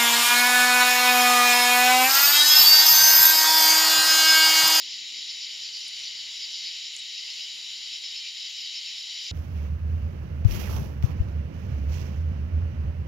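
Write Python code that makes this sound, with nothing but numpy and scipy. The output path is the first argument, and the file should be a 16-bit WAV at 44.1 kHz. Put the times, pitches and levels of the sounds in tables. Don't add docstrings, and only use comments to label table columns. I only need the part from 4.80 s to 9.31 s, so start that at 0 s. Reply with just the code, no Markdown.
import sys
import numpy as np
from scipy import signal
from scipy.fft import rfft, irfft, next_fast_len
from scipy.io import wavfile
from scipy.ndimage import uniform_filter1d, map_coordinates

SR = 44100
rng = np.random.default_rng(int(sys.argv[2]) if len(sys.argv) > 2 else 0)


def gain_from_db(level_db):
    decades = np.asarray(level_db, float) / 20
    return 10 ** decades


def output_pcm(signal):
    pcm = np.clip(np.atleast_2d(signal).T, -1, 1) * 32767
    wavfile.write(sys.argv[1], SR, np.round(pcm).astype(np.int16))


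N = 199053

# pitch in Hz, pitch spread in Hz, wing strokes per second, stroke sharpness (exponent),
# level in dB, stereo width in radians, left lean in dB.
CRICKET_KINDS = [
    (3031, 70, 75, 5.1, -43, 0.47, 2.5),
    (3873, 74, 46, 1.45, -42.5, 0.25, 2.7),
    (6984, 150, 92, 1.7, -50, 0.22, -0.5),
]
# time in seconds, then low, middle and high kind in dB.
CRICKET_SWELL = [(0.0, -3.5, -0.9, 1.15), (4.51, -1.8, 0.5, -0.8)]

# time in seconds, level in dB.
CROWD_EFFORT = [(0.0, -39.5), (0.7, -41), (1.21, -40.5), (1.41, -41), (1.59, -40.5), (1.8, -38.5),
                (2.15, -42), (2.59, -40), (2.74, -41), (4.51, -41)]
# frequency in Hz, density in dB per Hz.
LOW_RASP = [(1400, -120), (1600, -45), (1800, -11), (2080, -1), (2450, -3), (2900, 3), (3500, 3.5),
            (4000, -3.5), (4600, -120)]
HIGH_RASP = [(3000, -120), (3500, -22.5), (4150, -1), (4700, 0.5), (5250, -1.5), (5800, -5.5),
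             (6250, -13.5), (6800, -14.5), (7500, -53), (8200, -120)]
LOW_RASP_DB, HIGH_RASP_DB = -43, -40
LOW_FOLLOWS = 0.1

# time in seconds, strength at the ports in dB.
BREEZE = [(0, -75), (.1, -88), (.64, -84), (.73, -77.5), (1.52, -76.5), (2.05, -87.5), (2.21, -85),
          (2.34, -92), (2.47, -78.5), (2.71, -80), (2.78, -78), (3.27, -81), (3.66, -88), (4.1, -83),
          (4.51, -78)]
# time in seconds, level in dB.
TRAFFIC_LEVEL = [(0, -69.5), (.45, -71.5), (.9, -85), (1.7, -77), (2.6, -98), (4.1, -89), (4.51, -76)]
# frequency in Hz, density in dB per Hz.
BUFFET_COLOUR = [(12, -25), (20, 1), (129, -2.5), (180, -3), (230, -44), (400, -120)]
ROAD_COLOUR = [(120, -60), (200, -7), (280, -0.5), (400, -6), (550, -21), (800, -60)]
HUM_COLOUR = [(100, -29), (170, -12.5), (252, -1.5), (750, -7), (900, -6), (1210, -9), (1700, -2),
              (2210, -28), (3740, -120)]
HISS_COLOUR = [(5000, -52), (7000, -4.5), (7600, 1), (8200, -8), (9000, -5.5), (10200, -7.5), (11100, -7),
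               (13100, -12), (15600, -17.5)]
# frequency in Hz, left-right likeness from -1 to 1.
HUM_ALIKE = [(60, .06), (130, 0.12), (290, -0.43), (640, -0.1), (1400, 0.43)]
# frequency in Hz, level in dB.
WHINE_LINES = [(7853, -86), (7882, -85)]
HUM_DB, HISS_DB = -65, -63.5
HUM_FOLLOWS, HISS_FOLLOWS = .2, 0.13

# first stroke in seconds,
# last stroke in seconds, wing resonance in Hz, first level in dB, last level in dB.
NEAREST = [(.125, .125, 5120, -44, -43), (.506, 0.74, 5240, -42.5, -49), (.84, 1.06, 5060, -44.5, -47),
           (1.2, 1.25, 5220, -49, -48), (1.645, 1.865, 5180, -47, -45), (2.059, 2.059, 5170, -46, -44),
           (2.386, 2.64, 5110, -43, -44.5), (3.145, 3.377, 5200, -44, -41),
           (3.807, 3.807, 5110, -42, -44.5), (3.971, 4.19, 5290, -41, -44),
           (4.479, 4.479, 5070, -43.5, -44)]
NEAR = [(.03, 0.14, 4600, -51, -48), (.37, .635, 4850, -44.5, -45), (.39, .52, 4550, -50, -45),
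        (.635, .635, 4600, -43, -43), (.5, .635, 5600, -50, -45.5), (.859, .958, 4600, -41, -40),
        (.846, .949, 5650, -48, -48), (1.167, 1.277, 4600, -44, -41), (1.4, 1.4, 4770, -45, -46),
        (1.25, 1.25, 5700, -45.5, -46), (1.634, 1.875, 4900, -41, -42), (1.64, 1.88, 4500, -51, -46),
        (2.344, 2.618, 4800, -47, -47), (3.155, 3.48, 5550, -49, -48.5), (3.17, 3.29, 4570, -54, -47),
        (3.58, 3.66, 5030, -47, -48), (3.85, 3.96, 4750, -47, -44), (4.41, 4.41, 4900, -45, -45)]
DEEP = [(1.876, 1.978, 2340, -51, -56), (2.381, 2.595, 2750, -49, -46), (3.361, 3.47, 2640, -48, -49),
        (3.952, 4.09, 2600, -48.5, -50)]
TINY = [(3.7, 3.815, 12300, -71, -70), (4.43, 4.43, 12000, -71, -71), (2.76, 2.76, 11800, -72, -72)]
# middle in seconds, pitch in Hz, level in dB.
THIN_TRILLS = [(2.6, 10900, -76), (2.85, 10850, -75), (3.1, 10850, -75), (4.2, 10900, -75)]
SYLLABLE_S = .115

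# middle in seconds, length in seconds, level change in dB.
LULLS = [(.68, 0.026, -0.5), (0.93, 0.035, -1.5), (3.202, 0.017, -2.5), (3.53, 0.057, -1.5),
         (4.24, 0.056, -1)]
JOIN_DB, JOIN_S = 0.5, 0.038
CROWD_JOINS = 1.23

# start in seconds, end in seconds, first pitch in Hz, last pitch in Hz, level in dB.
PEEPS = [(0.0495, .14, 920, 905, -68), (1.46, 1.582, 1020, 925, -69), (1.632, 1.72, 880, 1000, -71),
         (2.473, 2.518, 910, 880, -68), (4.22, 4.364, 945, 850, -70.5), (3.39, 3.52, 2375, 2360, -45.5),
         (3.03, 3.24, 335, 350, -72.5)]

# start in seconds, peak level in dB, ring in Hz, share of crack.
STEM_TICKS = [(1.048, -52, 10800, .1), (1.082, -39.5, 9840, .4), (1.0825, -42, 8260, .1),
              (1.0905, -52, 9800, .05), (1.1915, -47, 8600, .1), (1.2012, -46, 8350, .05),
              (2.1335, -55, 10200, .5), (2.165, -25, 6900, .07), (2.165, -39.5, 8900, .4)]
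# start in seconds, end in seconds, centre in Hz, level in dB.
STEM_DRAGS = [(2.13, 2.17, 9900, -59), (2.168, 2.21, 8000, -53), (1.05, 1.11, 8800, -62)]
STEM_LAG = .45


def unit(x):
    return x / np.sqrt(np.mean(x ** 2) + 1e-20)


def lean(db):
    return gain_from_db([[db / 2], [-db / 2]])


def bell(x, centre, width):
    return np.exp(-.5 * ((x - centre) / width) ** 2)


def along(points, hz):
    f, v = np.transpose(points)
    return np.interp(np.log(hz + 1), np.log(f + 1), v)


def curves(rows):
    s, *columns = np.transpose(rows)
    return [np.interp(np.arange(N) / SR, s, column) for column in columns]


def wobble(rate):
    return map_coordinates(rng.standard_normal(400), [np.arange(N) * min(rate, 80) / SR])


def filtered(x, response):
    m = next_fast_len(x.shape[-1] + 8192)
    return irfft(rfft(x, m) * response(np.fft.rfftfreq(m, 1 / SR)), m)[..., :x.shape[-1]]


def rush(spectrum, alike, patchy_db, lean_db=0):
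    z = signal.stft(rng.standard_normal((2, N)), nperseg=512)[2]
    patches = uniform_filter1d(rng.standard_normal(z.shape[1:]), size=9, axis=0)
    for frames in (8, 5):
        patches = uniform_filter1d(patches, size=frames, axis=1)
    pair = signal.istft(z * gain_from_db(patchy_db * unit(patches)), nperseg=512)[1][:, :N]

    def mid_side(hz):
        turn = np.arccos(np.clip(along(alike, hz), -1, 1)) / 2
        return gain_from_db(along(spectrum, hz)) * [np.cos(turn), np.sin(turn)]

    mid, side = filtered(pair, mid_side)
    return unit(np.array([mid + side, mid - side]) * lean(lean_db))


def add(out, s, sound):
    i = max(round(s * SR), 0)
    out[..., i:i + sound.shape[-1]] += sound[..., :max(N - i, 0)]


def crickets(count=18):
    out = np.zeros((2, N))
    for row, swell_db in zip(CRICKET_KINDS, curves(CRICKET_SWELL)):
        hz, spread_hz, rate, sharp, db, width, lean_db = row
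        kind = np.zeros((2, N))
        for place in np.sinh(1.6 * np.linspace(-1, 1, count)):
            pitch = hz + spread_hz * (.8 * place + .35 * wobble(40))
            stroke_rate = rate * (1 + .12 * rng.standard_normal() + 0.04795 * wobble(6))
            stroke = np.pi * np.cumsum(stroke_rate) / SR
            size = np.abs(np.sin(stroke + 7 * rng.random())) ** sharp * gain_from_db(1.5 * wobble(3.85))
            phase = 2 * np.pi * (np.cumsum(pitch) / SR + rng.random())
            lag = width * rng.choice([-1, 1]) * (0.5 + 0.76 * rng.random())
            kind += size * np.sin([phase + lag, phase - lag])
        out += gain_from_db(db + swell_db) * unit(kind) * lean(lean_db)
    return out


def katydid_crowd():
    effort_db, = curves(CROWD_EFFORT)
    effort_db = effort_db - effort_db.mean()
    low = rush(LOW_RASP, [(1600, 0.47), (2200, 0.83), (3500, 0.88)], patchy_db=0.8, lean_db=1.5)
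    high = rush(HIGH_RASP, [(4000, 0.97), (5000, 0.94), (7000, .94)], patchy_db=1.2, lean_db=0.7)
    return gain_from_db(LOW_RASP_DB + LOW_FOLLOWS * effort_db) * low + gain_from_db(HIGH_RASP_DB + effort_db) * high


def air():
    breeze_db, = curves(BREEZE)
    gust_db = breeze_db - breeze_db.mean()
    buffet = rush(BUFFET_COLOUR, [(30, 0.24), (150, .05)], patchy_db=-0.2, lean_db=0.5)
    buffet *= gain_from_db(breeze_db + 1.5 + 0.64 * wobble(4.9))
    road = gain_from_db(curves(TRAFFIC_LEVEL)[0]) * rush(ROAD_COLOUR, [(300, .3)], patchy_db=-0.5)
    hum = gain_from_db(HUM_DB + HUM_FOLLOWS * gust_db) * rush(HUM_COLOUR, HUM_ALIKE, patchy_db=0.5)
    hiss_alike = [(8000, 0.94), (9300, 0.92), (10500, 0.92), (12500, 0.93), (15000, 0.79)]
    hiss = rush(HISS_COLOUR, hiss_alike, patchy_db=0.5)
    hiss *= gain_from_db(HISS_DB + HISS_FOLLOWS * gust_db + 0.69 * wobble(21.02))
    t = np.arange(N) / SR
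    whine = sum(gain_from_db(db + 3 + 3 * wobble(4)) * np.sin(2 * np.pi * hz * t) for hz, db in WHINE_LINES)
    return buffet + road + hum + hiss + whine


def strokes(phrases):
    rows = []
    for first, last, hz, first_db, last_db in phrases:
        count = 1 + round((last - first) / SYLLABLE_S)
        rows.extend(np.linspace((first, hz, first_db), (last, hz, last_db), count))
    return rows


def field_swell():
    t = np.arange(N) / SR
    joined = np.max([bell(t, s, JOIN_S / 2) for s, _, _ in strokes(NEAREST + NEAR)], axis=0)
    lull_db = sum(db * bell(t, s, length / 2) for s, length, db in LULLS)
    return gain_from_db(JOIN_DB * (joined - joined.mean()) + lull_db)


def syllables(rows, length, width_hz, skirt, gain_db, side):
    out, n = np.zeros((2, N)), round(length * SR)
    for s, hz, db in rows:
        teeth = rng.standard_normal((2, n)) * (0.52 + (rng.random(n) < .05) * 1.05)
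        ring = filtered(teeth, lambda f: bell(f, hz, width_hz) + skirt * bell(f, hz, 550))
        mid, off = ring / np.sqrt(np.abs(uniform_filter1d(ring ** 2, size=500)) + 1e-12)
        pair = np.array([mid + side * off, mid - side * off])
        add(out, s - length / 2, gain_from_db(db + gain_db) * np.hanning(n) ** 0.5 * pair)
    return out


def near_singers():
    nearest = syllables(strokes(NEAREST), length=.065, width_hz=85, skirt=.08, gain_db=2.5, side=.1)
    near = syllables(strokes(NEAR), length=.075, width_hz=210, skirt=.25, gain_db=1.6, side=.1)
    deep = syllables(strokes(DEEP), length=0.064, width_hz=150, skirt=0.077, gain_db=1.0, side=0.28)
    tiny = syllables(strokes(TINY), length=.07, width_hz=800, skirt=0, gain_db=0, side=.2)
    thin = syllables(THIN_TRILLS, length=.4, width_hz=130, skirt=0, gain_db=0, side=.2)
    return nearest + near + deep + tiny + thin


def peeps():
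    out = np.zeros((2, N))
    for start, end, from_hz, to_hz, db in PEEPS:
        n = round((end - start) * SR)
        phase = 2 * np.pi * np.cumsum(np.linspace(from_hz, to_hz, n)) / SR
        add(out, start, gain_from_db(db) * np.hanning(n) * np.sin(phase))
    return out


def stems():
    out, t = np.zeros((2, N)), np.arange(300) / SR
    blow = t / 0.00036 * np.exp(1 - t / 0.00041)
    lead = np.array([[STEM_LAG / 2], [-STEM_LAG / 2]])
    for s, db, hz, crack in STEM_TICKS:
        ring = blow * np.sin(2 * np.pi * hz * t + lead)
        noise = rng.standard_normal(len(t)) + .3 * rng.standard_normal((2, len(t)))
        snap = filtered(noise * blow, lambda f: bell(f, 11500, 3300))
        add(out, s, gain_from_db(db) * (ring + crack * snap / np.abs(snap).max()))
    for start, end, hz, db in STEM_DRAGS:
        n = round((end - start) * SR)
        noise = rng.standard_normal(n) + 0.26 * rng.standard_normal((2, n))
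        drag = filtered(noise, lambda f: bell(f, hz, 1100))
        add(out, start, gain_from_db(db) * unit(drag) * np.hanning(n) ** .6)
    return out


def scene():
    swell = field_swell()
    far = swell * crickets() + swell ** CROWD_JOINS * katydid_crowd() + swell * air()
    return far + near_singers() + peeps() + stems()


def band_limit(x):
    return signal.sosfilt(signal.butter(12, 15760, fs=SR, output="sos"), x)


def record(dry):
    mix = filtered(dry, lambda hz: hz < 15750)
    return band_limit(mix)


dry = scene()
out = record(dry)
output_pcm(out)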